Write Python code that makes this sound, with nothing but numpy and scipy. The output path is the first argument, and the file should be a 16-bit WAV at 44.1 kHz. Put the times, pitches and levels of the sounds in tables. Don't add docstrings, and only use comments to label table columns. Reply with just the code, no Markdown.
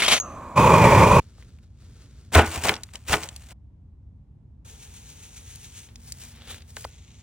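import sys
import numpy as np
from scipy import signal
from scipy.fft import rfft, irfft
from scipy.io import wavfile
from scipy.ndimage import map_coordinates

SR = 44100
rng = np.random.default_rng(int(sys.argv[2]) if len(sys.argv) > 2 else 0)


def waveform_to_disk(signal):
    frames = np.transpose(np.atleast_2d(signal))
    scaled = np.clip(frames, -1, 1) * 32767
    samples = np.round(scaled).astype(np.int16)
    wavfile.write(sys.argv[1], SR, samples)


N = 318402
TIME = np.arange(N) / SR
SIDES = np.array([[1], [-1]])


def from_db(db):
    return 10 ** (np.asarray(db) / 20)


def rms_one(x):
    return x / np.sqrt(np.mean(x ** 2) + 1e-20)


def drift(per_s):
    knots = rng.standard_normal(8000)
    return rms_one(map_coordinates(knots, [TIME * per_s], order=3, mode="wrap"))


def gate(start_s, end_s, attack_s=.005, release_s=.005):
    return np.clip((TIME - start_s) / attack_s, 0, 1) * np.clip((end_s - TIME) / release_s, 0, 1)


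def swells(rows, lag_s=0):
    power = 0
    for peak_s, rise_s, fall_s, *levels_db in rows:
        age = TIME - peak_s - lag_s
        shape = from_db(-20 * np.minimum(np.maximum(-age / rise_s, age / fall_s), 10))
        power = power + np.outer(from_db(levels_db), shape) ** 2
    return np.sqrt(power)


def colour(x, spectrum, size=4096):
    hz, db = np.transpose(spectrum)
    grid = np.maximum(np.arange(size // 2 + 1) * SR / size, 1)
    cepstrum = irfft(np.log(from_db(np.interp(np.log(grid), np.log(hz), db))))
    cepstrum[1:size // 2] *= 2
    cepstrum[size // 2 + 1:] = 0
    response = irfft(np.exp(rfft(cepstrum)))
    return signal.oaconvolve(x, response / np.linalg.norm(response))[:N]


def noise(spectrum):
    return colour(rng.standard_normal(N), spectrum)


def grains(per_s, spread_db, hiss_db):
    sizes = from_db(spread_db * np.minimum(rng.exponential(1, N), 4)) * rng.choice([-1, 1], N)
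    snaps = rms_one(sizes * (rng.random(N) < per_s / SR))
    return rms_one(snaps + from_db(hiss_db) * rng.standard_normal(N))


def burst(start_s, db, t60_s, size=6000):
    out, start = np.zeros(N + size), round(start_s * SR)
    out[start:start + size] = from_db(db - 60 * np.arange(size) / SR / t60_s) * rng.standard_normal(size)
    return out[:N]


def strikes(rows):
    out = np.zeros(N)
    for start_s, db in rows:
        out[round(start_s * SR)] += from_db(db)
    return out


def ring(force, modes):
    out = np.zeros(N)
    for hz, db, t60_s in modes:
        decay, angle = from_db(-60 / (t60_s * SR)), 2 * np.pi * hz / SR
        feedback = [1, -2 * decay * np.cos(angle), decay * decay]
        out += from_db(db) * signal.lfilter([0, np.sin(angle)], feedback, force + 1e-18)
    return out


def air_resonance(hz, width_hz):
    low = signal.butter(2, width_hz / 2, fs=SR, output="sos")
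    real, imaginary = signal.sosfilt(low, rng.standard_normal((2, N)))
    return rms_one(np.real((real + 1j * imaginary) * np.exp(2j * np.pi * np.cumsum(hz) / SR)))


# frequency_hz, level_db
RUMBLE_SPECTRUM = [(20, -32.5), (35, -14.5), (57, 0.5), (85, -0.5), (123, -7), (180, -15.5), (230, -16.5),
                   (320, -28.5), (500, -38.5), (900, -42.5), (1500, -55), (5000, -64.5), (15000, -76)]

def rumble():
    mid, side = noise(RUMBLE_SPECTRUM), noise(RUMBLE_SPECTRUM)
    side = signal.sosfilt(signal.butter(1, 600, "high", fs=SR, output="sos"), side)
    return from_db(-47.5) * (mid + from_db(-3) * side * SIDES)


# peak_s, rise_s, fall_s, level_db
POUR_SURGES = [(.004, .02, 0.032, -22.5), (.026, .01, .1, -22), (.084, .012, 0.042, -19),
               (.119, .022, 0.083, -15.5)]
# start_s, level_db, pitch_hz
LUMP_LANDINGS = [(.001, -22.5, 2860), (0.021, -9.5, 2150), (.029, -14.5, 2260), (.037, -19, 1960),
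                 (.049, -20, 3570), (0.063, -14.5, 3190), (0.083, -12, 3740), (0.112, -13, 2430),
                 (.121, -14, 2400), (0.133, -23, 3370)]
# pitch_hz, level_db, t60_s
BASKET_MODES = [(640, -14, 0.041), (760, -2, 0.023), (1505, 2.5, 0.023), (2250, -4, .12), (2510, -3, 0.12),
                (2700, -3, .12), (3236, 3, 0.2), (3640, -1, 0.055), (4466, -6, 0.29), (6100, 0.5, .25),
                (5998, -22, .25), (7230, 2.5, 0.051)]
# frequency_hz, level_db
CHARCOAL_SPECTRUM = [(100, -15), (300, -9.5), (700, -2.5), (1300, -5), (1800, -4), (2600, 1), (4200, -3),
                     (6500, -9.5), (10000, -6.5), (15000, -18.5)]

def charcoal(end_s=.189):
    crumbs = swells(POUR_SURGES)[0] * grains(per_s=2400, spread_db=3, hiss_db=-4.5)
    lumps = sum(burst(start_s, db, t60_s=.017) for start_s, db, _ in LUMP_LANDINGS)
    force = crumbs + from_db(-10) * lumps
    clinks = sum(ring(strikes([(start_s, db)]), [(hz, -2, .04), (hz * 1.62, -7, .025)])
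                 for start_s, db, hz in LUMP_LANDINGS)
    steel = from_db(-38) * ring(force, BASKET_MODES)
    pouring = np.clip((end_s - TIME) / .0034, 0, 1)
    return (from_db(3) * colour(force, CHARCOAL_SPECTRUM) + clinks + steel) * pouring


# start_s, level_db
TRIGGER_CLICKS = [(0.189, -32), (0.2, -26)]
# pitch_hz, level_db, t60_s
BRASS_MODES = [(6260, -21.5, 0.49), (6610, -2, 0.087), (6524, -1, 0.11), (7311, -34, .5)]

def valve():
    force = from_db(-15.5) * sum(burst(start_s, db, t60_s=.013) for start_s, db in TRIGGER_CLICKS)
    snaps = sum(burst(start_s, db + 2, t60_s=.017) for start_s, db in TRIGGER_CLICKS)
    return ring(force, BRASS_MODES) + snaps


ROAR_START_S, ROAR_ATTACK_S = .556, .018
# frequency_hz, level_db
PILOT_SPECTRUM = [(100, -3.5), (300, -7.5), (400, -13.5), (620, -6.5), (800, -14), (1100, -20), (1700, -22),
                  (2500, -35), (4000, -35), (5600, -40), (7300, -32.5), (9000, -39.5), (15000, -37)]

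def pilot(start_s=.19, settle_s=.14, start_hz=1297, settled_hz=1005):
    unsettled = np.exp(-np.maximum(TIME - start_s, 0) / settle_s)
    howl_hz = settled_hz + (start_hz - settled_hz) * unsettled
    howl = from_db(-2.5) * air_resonance(howl_hz, width_hz=240)
    overtone = from_db(-20.5) * air_resonance(howl_hz * 2.25, width_hz=280)
    idling = gate(start_s, ROAR_START_S + ROAR_ATTACK_S, attack_s=.054)
    return idling * from_db(-39.5) * (from_db(-1.5) * noise(PILOT_SPECTRUM) + howl + overtone)


# frequency_hz, level_db
ROAR_SPECTRUM = [(25, -17.5), (65, -7), (120, 1), (190, -4.5), (290, -14), (450, -6.5), (590, -6),
                 (740, -19.5), (900, -4.5), (1200, -19), (1500, -21.5), (2000, -38), (4000, -39.5)]
# frequency_hz, level_db
JET_SPECTRUM = [(900, -18.5), (1700, -13.5), (1900, -3), (2100, -6), (2400, -0.5), (2900, -10.5),
                (3300, -9.5), (4000, -16.5), (5000, -16.5), (6500, -14), (10000, -23), (15000, -15.5)]

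def torch(end_s=1.2, swell_s=.91, swell_width_s=.16):
    flow = np.exp(-((TIME - swell_s) / swell_width_s) ** 2)
    air_hz = 1049.5 - 49.46 * flow
    flame = from_db(.07) * noise(ROAR_SPECTRUM) + from_db(-5) * air_resonance(air_hz, width_hz=210)
    jet = from_db(-3) * noise(JET_SPECTRUM) + from_db(-5.5) * air_resonance(air_hz * 2.36, width_hz=140)
    gulps = from_db(1.26 * drift(per_s=140))
    burning = gate(ROAR_START_S, end_s, attack_s=ROAR_ATTACK_S, release_s=.0026)
    jet_rasp = flow * from_db(-26.5) * air_resonance(hz=np.full(N, 2050), width_hz=650)
    return burning * gulps * (from_db(-15 + 2 * flow) * flame + from_db(-25.5 + 3 * flow) * jet + jet_rasp)


# peak_s, rise_s, fall_s, level_db
DRUM_BRUSHES = [(1.21, .01, .5, -58), (1.402, 0.078, 0.12, -54.5), (1.48, .1, .25, -62),
                (1.635, .02, 0.042, -59), (1.82, .06, .3, -58), (2.02, .3, .3, -56), (2.19, .2, .3, -58)]
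# frequency_hz, level_db
BRUSH_SPECTRUM = [(400, 2.5), (800, -12.5), (1400, -6.5), (1900, -9.5), (2600, -9.5), (4000, -7.5),
                  (7000, -9.5), (10000, -13.5), (15000, -17.5)]

def lowering():
    return swells(DRUM_BRUSHES)[0] * colour(grains(per_s=1500, spread_db=3.5, hiss_db=-2), BRUSH_SPECTRUM)


# start_s, level_db, pitch_hz
CONTACTS = [(1.382, -44, 885), (1.424, -39, 1310), (1.586, -47, 1320), (2.349, -3.5, 2280),
            (2.353, 1.5, 865), (2.471, -24, 2700), (2.637, -19, 7250), (2.684, -7.5, 2700),
            (2.692, 0.5, 1540), (2.739, -15.5, 2700), (2.754, -26, 3500), (2.764, -24.5, 3000),
            (2.834, -19.5, 5080), (2.889, -40, 1800), (2.955, -20, 3930), (3.13, -4, 1800),
            (3.139, -2, 1630), (3.233, -19, 3220), (3.288, -21, 4640), (3.362, -23.5, 6000),
            (5.557, -27, 8000), (5.957, -30, 4440), (6.121, -18, 7000), (6.62, -37, 3000),
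            (6.766, -23, 5130), (6.768, -22.5, 1100), (6.843, -24.5, 2250), (6.849, -17, 720)]

def ticks(t60_s=.013, band_ratio=2.1, size=6000):
    out, age = np.zeros(N + size), np.arange(size) / SR
    fade = from_db(-60 * age / t60_s) * (1 - np.exp(-age / .001))
    for start_s, db, hz in CONTACTS:
        band = signal.butter(2, [hz / band_ratio, hz * band_ratio], "band", fs=SR, output="sos")
        snap = fade * rng.standard_normal(size)
        crack = signal.sosfilt(band, snap) + from_db(-15.5) * snap
        start = round(start_s * SR)
        out[start:start + size] += from_db(db) * crack * np.linalg.norm(fade) / np.linalg.norm(crack)
    return out[:N]


# peak_s, rise_s, fall_s, flesh_db, fibre_db
KNIFE_STROKES = [(2.351, 0.026, .03, -12, -17), (2.376, 0.024, 0.063, -10, -21.5),
                 (2.462, 0.024, 0.077, -41.5, -31.5), (2.548, 0.079, .09, -32.5, -27.5),
                 (2.645, 0.023, 0.055, -26.5, -22), (2.68, 0.066, 0.069, -22.5, -25),
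                 (2.936, 0.0047, 0.04, -46, -40.5), (3.084, 0.012, 0.16, -32, -27.5),
                 (3.126, 0.033, 0.049, -20.5, -21), (3.24, 0.054, 0.031, -41.5, -32),
                 (3.43, 0.44, 0.23, -75, -54), (3.505, 0.028, .06, -51.5, -48)]
# frequency_hz, level_db
FLESH_SPECTRUM = [(40, -12), (90, 2.5), (250, -1), (450, -1.5), (800, 2.5), (1500, -4.5), (2800, -9),
                  (4200, -22.5), (10000, -37.5)]
# frequency_hz, level_db
FIBRE_SPECTRUM = [(100, -10.5), (400, -4.5), (900, -4.5), (2400, 2.5), (3600, 0.5), (5000, -1.5),
                  (8000, 1.5), (11000, -5), (15000, 2)]

def pineapple(flesh_drag_db=-72, fibre_drag_db=-62):
    crushing = swells(KNIFE_STROKES, lag_s=.011)[0] + from_db(flesh_drag_db)
    tearing = swells(KNIFE_STROKES)[1] + from_db(fibre_drag_db)
    flesh = crushing * colour(grains(per_s=1800, spread_db=4.5, hiss_db=.5), FLESH_SPECTRUM)
    fibres = tearing * colour(grains(per_s=3500, spread_db=7, hiss_db=1), FIBRE_SPECTRUM)
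    bunches = from_db(2.2 * drift(per_s=180))
    return (flesh + fibres * bunches) * gate(start_s=2.317, end_s=3.532)


# start_s, thud_db, knock_db
BLADE_LANDINGS = [(2.355, -14, -9), (2.367, -9.5, -20), (2.38, -22, -3), (2.476, -27.5, -39),
                  (2.574, -27, -42.5), (2.644, -28, -28), (2.693, -52, -17.5), (3.097, -23.5, -25),
                  (3.144, -30.5, -17.5), (3.382, -37.5, -63), (6.768, -57, -40.5), (6.853, -39, -43.5)]
# pitch_hz, level_db, t60_s
TABLE_MODES = [(80.6, 3, 0.15), (108, -14.5, 0.04)]
# pitch_hz, level_db, t60_s
BOARD_MODES = [(235, -21.5, 0.26), (324.6, -19, 0.28), (427, -9, 0.16), (647, -16, 0.1), (693, -16.5, 0.13),
               (863, -11.5, 0.053), (980, -21.5, 0.053), (1140, -27.5, 0.18), (1470, -15.5, 0.27)]

def board():
    thuds = strikes([(start_s, db) for start_s, db, _ in BLADE_LANDINGS])
    knocks = strikes([(start_s, db) for start_s, _, db in BLADE_LANDINGS])
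    soft = signal.butter(1, 1500, fs=SR, output="sos")
    return signal.sosfilt(soft, ring(thuds, TABLE_MODES) + ring(knocks, BOARD_MODES))


SHAKE_START_S = 4.646
# frequency_hz, level_db
FLAKE_SPECTRUM = [(400, -12), (600, -25), (850, -14), (1100, -14), (1900, -7), (2500, -2.5), (3600, -2),
                  (4900, -6), (6300, 2.5), (7300, -0.5), (9000, -1.5), (11000, -2.5), (15000, -7)]

def shaker(first_turn_s=4.692, shakes_per_s=7.34, growth_db_per_s=2.8):
    age = TIME - first_turn_s
    swing_db = -7 * np.abs(np.sin(np.pi * shakes_per_s * age))
    level = from_db(-46 + swing_db + growth_db_per_s * age)
    clumps = from_db(.9 * drift(per_s=60))
    flakes = colour(grains(per_s=3500, spread_db=4.5, hiss_db=1), FLAKE_SPECTRUM)
    return gate(SHAKE_START_S, end_s=5.89, release_s=.039) * level * clumps * flakes


# frequency_hz, level_db
RUSTLE_SPECTRUM = [(250, -11.5), (420, 1.5), (620, -9), (880, -3.5), (1150, -12), (1400, -8.5), (2000, -14),
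                   (6000, -19)]

def rustle(fade_db_per_s=4):
    mid, side = noise(RUSTLE_SPECTRUM), noise(RUSTLE_SPECTRUM)
    fading = from_db(-60.5 - fade_db_per_s * np.maximum(TIME - SHAKE_START_S, 0))
    return gate(SHAKE_START_S, np.inf) * fading * (mid + from_db(.5) * side * SIDES)


def hum(pitch_hz=234):
    humming = gate(start_s=5.88, end_s=6.8, attack_s=.038, release_s=.033)
    return humming * from_db(-59) * np.sin(2 * np.pi * pitch_hz * TIME)


# peak_s, rise_s, fall_s, parting_db, scrape_db
RIB_STROKES = [(5.89, 0.016, 0.071, -58.5, -57.5), (6.085, .11, .12, -43.5, -62),
               (6.228, .1, .17, -41, -54), (6.42, 0.26, .2, -62, -51.5), (6.505, 0.061, 0.1, -38.5, -39),
               (6.7, 0.054, 0.1, -49.5, -70), (6.79, 0.065, 0.13, -40.5, -56)]
# frequency_hz, level_db
MEAT_SPECTRUM = [(400, -6.5), (1000, -11), (2200, -3.5), (3700, -4), (5700, 0), (9000, 1), (11000, 0.5),
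                 (15000, -1.5)]
# frequency_hz, level_db
BONE_SPECTRUM = [(250, -9), (500, -3.5), (1050, -8), (1600, -4), (2600, -3.5), (3600, 1), (4600, -8),
                 (10000, -21)]

def ribs():
    parting, scraping = swells(RIB_STROKES)
    bunches = from_db(2 * drift(per_s=220))
    smacks = colour(grains(per_s=1500, spread_db=5, hiss_db=3.5), MEAT_SPECTRUM)
    bone = colour(grains(per_s=450, spread_db=6, hiss_db=2), BONE_SPECTRUM)
    return parting * bunches * smacks + scraping * bone


# frequency_hz, level_db
RUB_SPECTRUM = [(400, -1), (900, -5), (1500, -9), (2200, 2.5), (3800, 3), (4900, -3), (6500, 5.5),
                (9000, -5), (15000, -18)]

def rub():
    patter = colour(grains(per_s=5000, spread_db=9.5, hiss_db=-.5), RUB_SPECTRUM)
    return gate(start_s=6.865, end_s=np.inf) * from_db(-58) * patter


def place(x, left_over_right_db, left_lag_ms, shadow_hz=400):
    top = signal.sosfilt(signal.butter(1, shadow_hz, "high", fs=SR, output="sos"), x)
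    left = x + (from_db(left_over_right_db / 2) - 1) * top
    right = x + (from_db(-left_over_right_db / 2) - 1) * top
    late_left = map_coordinates(left, [np.arange(N) - left_lag_ms * SR / 1000], order=3)
    return np.array([late_left, right])


# frequency_hz, level_db
REFLECTION_SPECTRUM = [(100, -35), (500, -4.5), (1200, -9.5), (2500, 0.5), (4600, 5), (6500, -1.5),
                       (9000, 3), (11500, -23.5), (15000, -6)]

def reflections(x, t60_s=.03, size=6000):
    tail = rng.standard_normal(size) * from_db(-60 * np.arange(size) / SR / t60_s)
    return signal.oaconvolve(colour(x, REFLECTION_SPECTRUM), tail / np.linalg.norm(tail))[:N] * SIDES


def scene():
    middle = charcoal() + lowering() + ticks() + shaker() + ribs() + rub()
    flame = valve() + pilot() + torch()
    cutting = pineapple() + board()
    direct = (place(middle, left_over_right_db=.2, left_lag_ms=.04)
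              + place(flame, left_over_right_db=-1.3, left_lag_ms=.029)
              + place(cutting, left_over_right_db=1, left_lag_ms=.029))
    echoes = from_db(-14) * reflections(middle + flame + cutting)
    return direct + echoes + rumble() + rustle() + hum()


def record(dry):
    dip_hz, dip_width_hz, dip_depth = 4550, 1700, .3
    null_hz, cutoff_hz = (10600, 13800), 16000
    centre = dry.mean(axis=0)
    dip_band = signal.lfilter(*signal.iirpeak(dip_hz, dip_hz / dip_width_hz, fs=SR), centre)
    null = signal.butter(2, null_hz, "bandstop", fs=SR, output="sos")
    notched = signal.sosfilt(null, centre - dip_depth * dip_band)
    heard = signal.sosfilt(signal.butter(2, 38, "high", fs=SR, output="sos"), dry - centre + notched)
    rounded = heard / (1 + heard ** 6) ** (1 / 6)
    return signal.sosfilt(signal.ellip(10, .1, 80, cutoff_hz, fs=SR, output="sos"), rounded)


dry = scene()
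out = record(dry)
waveform_to_disk(out)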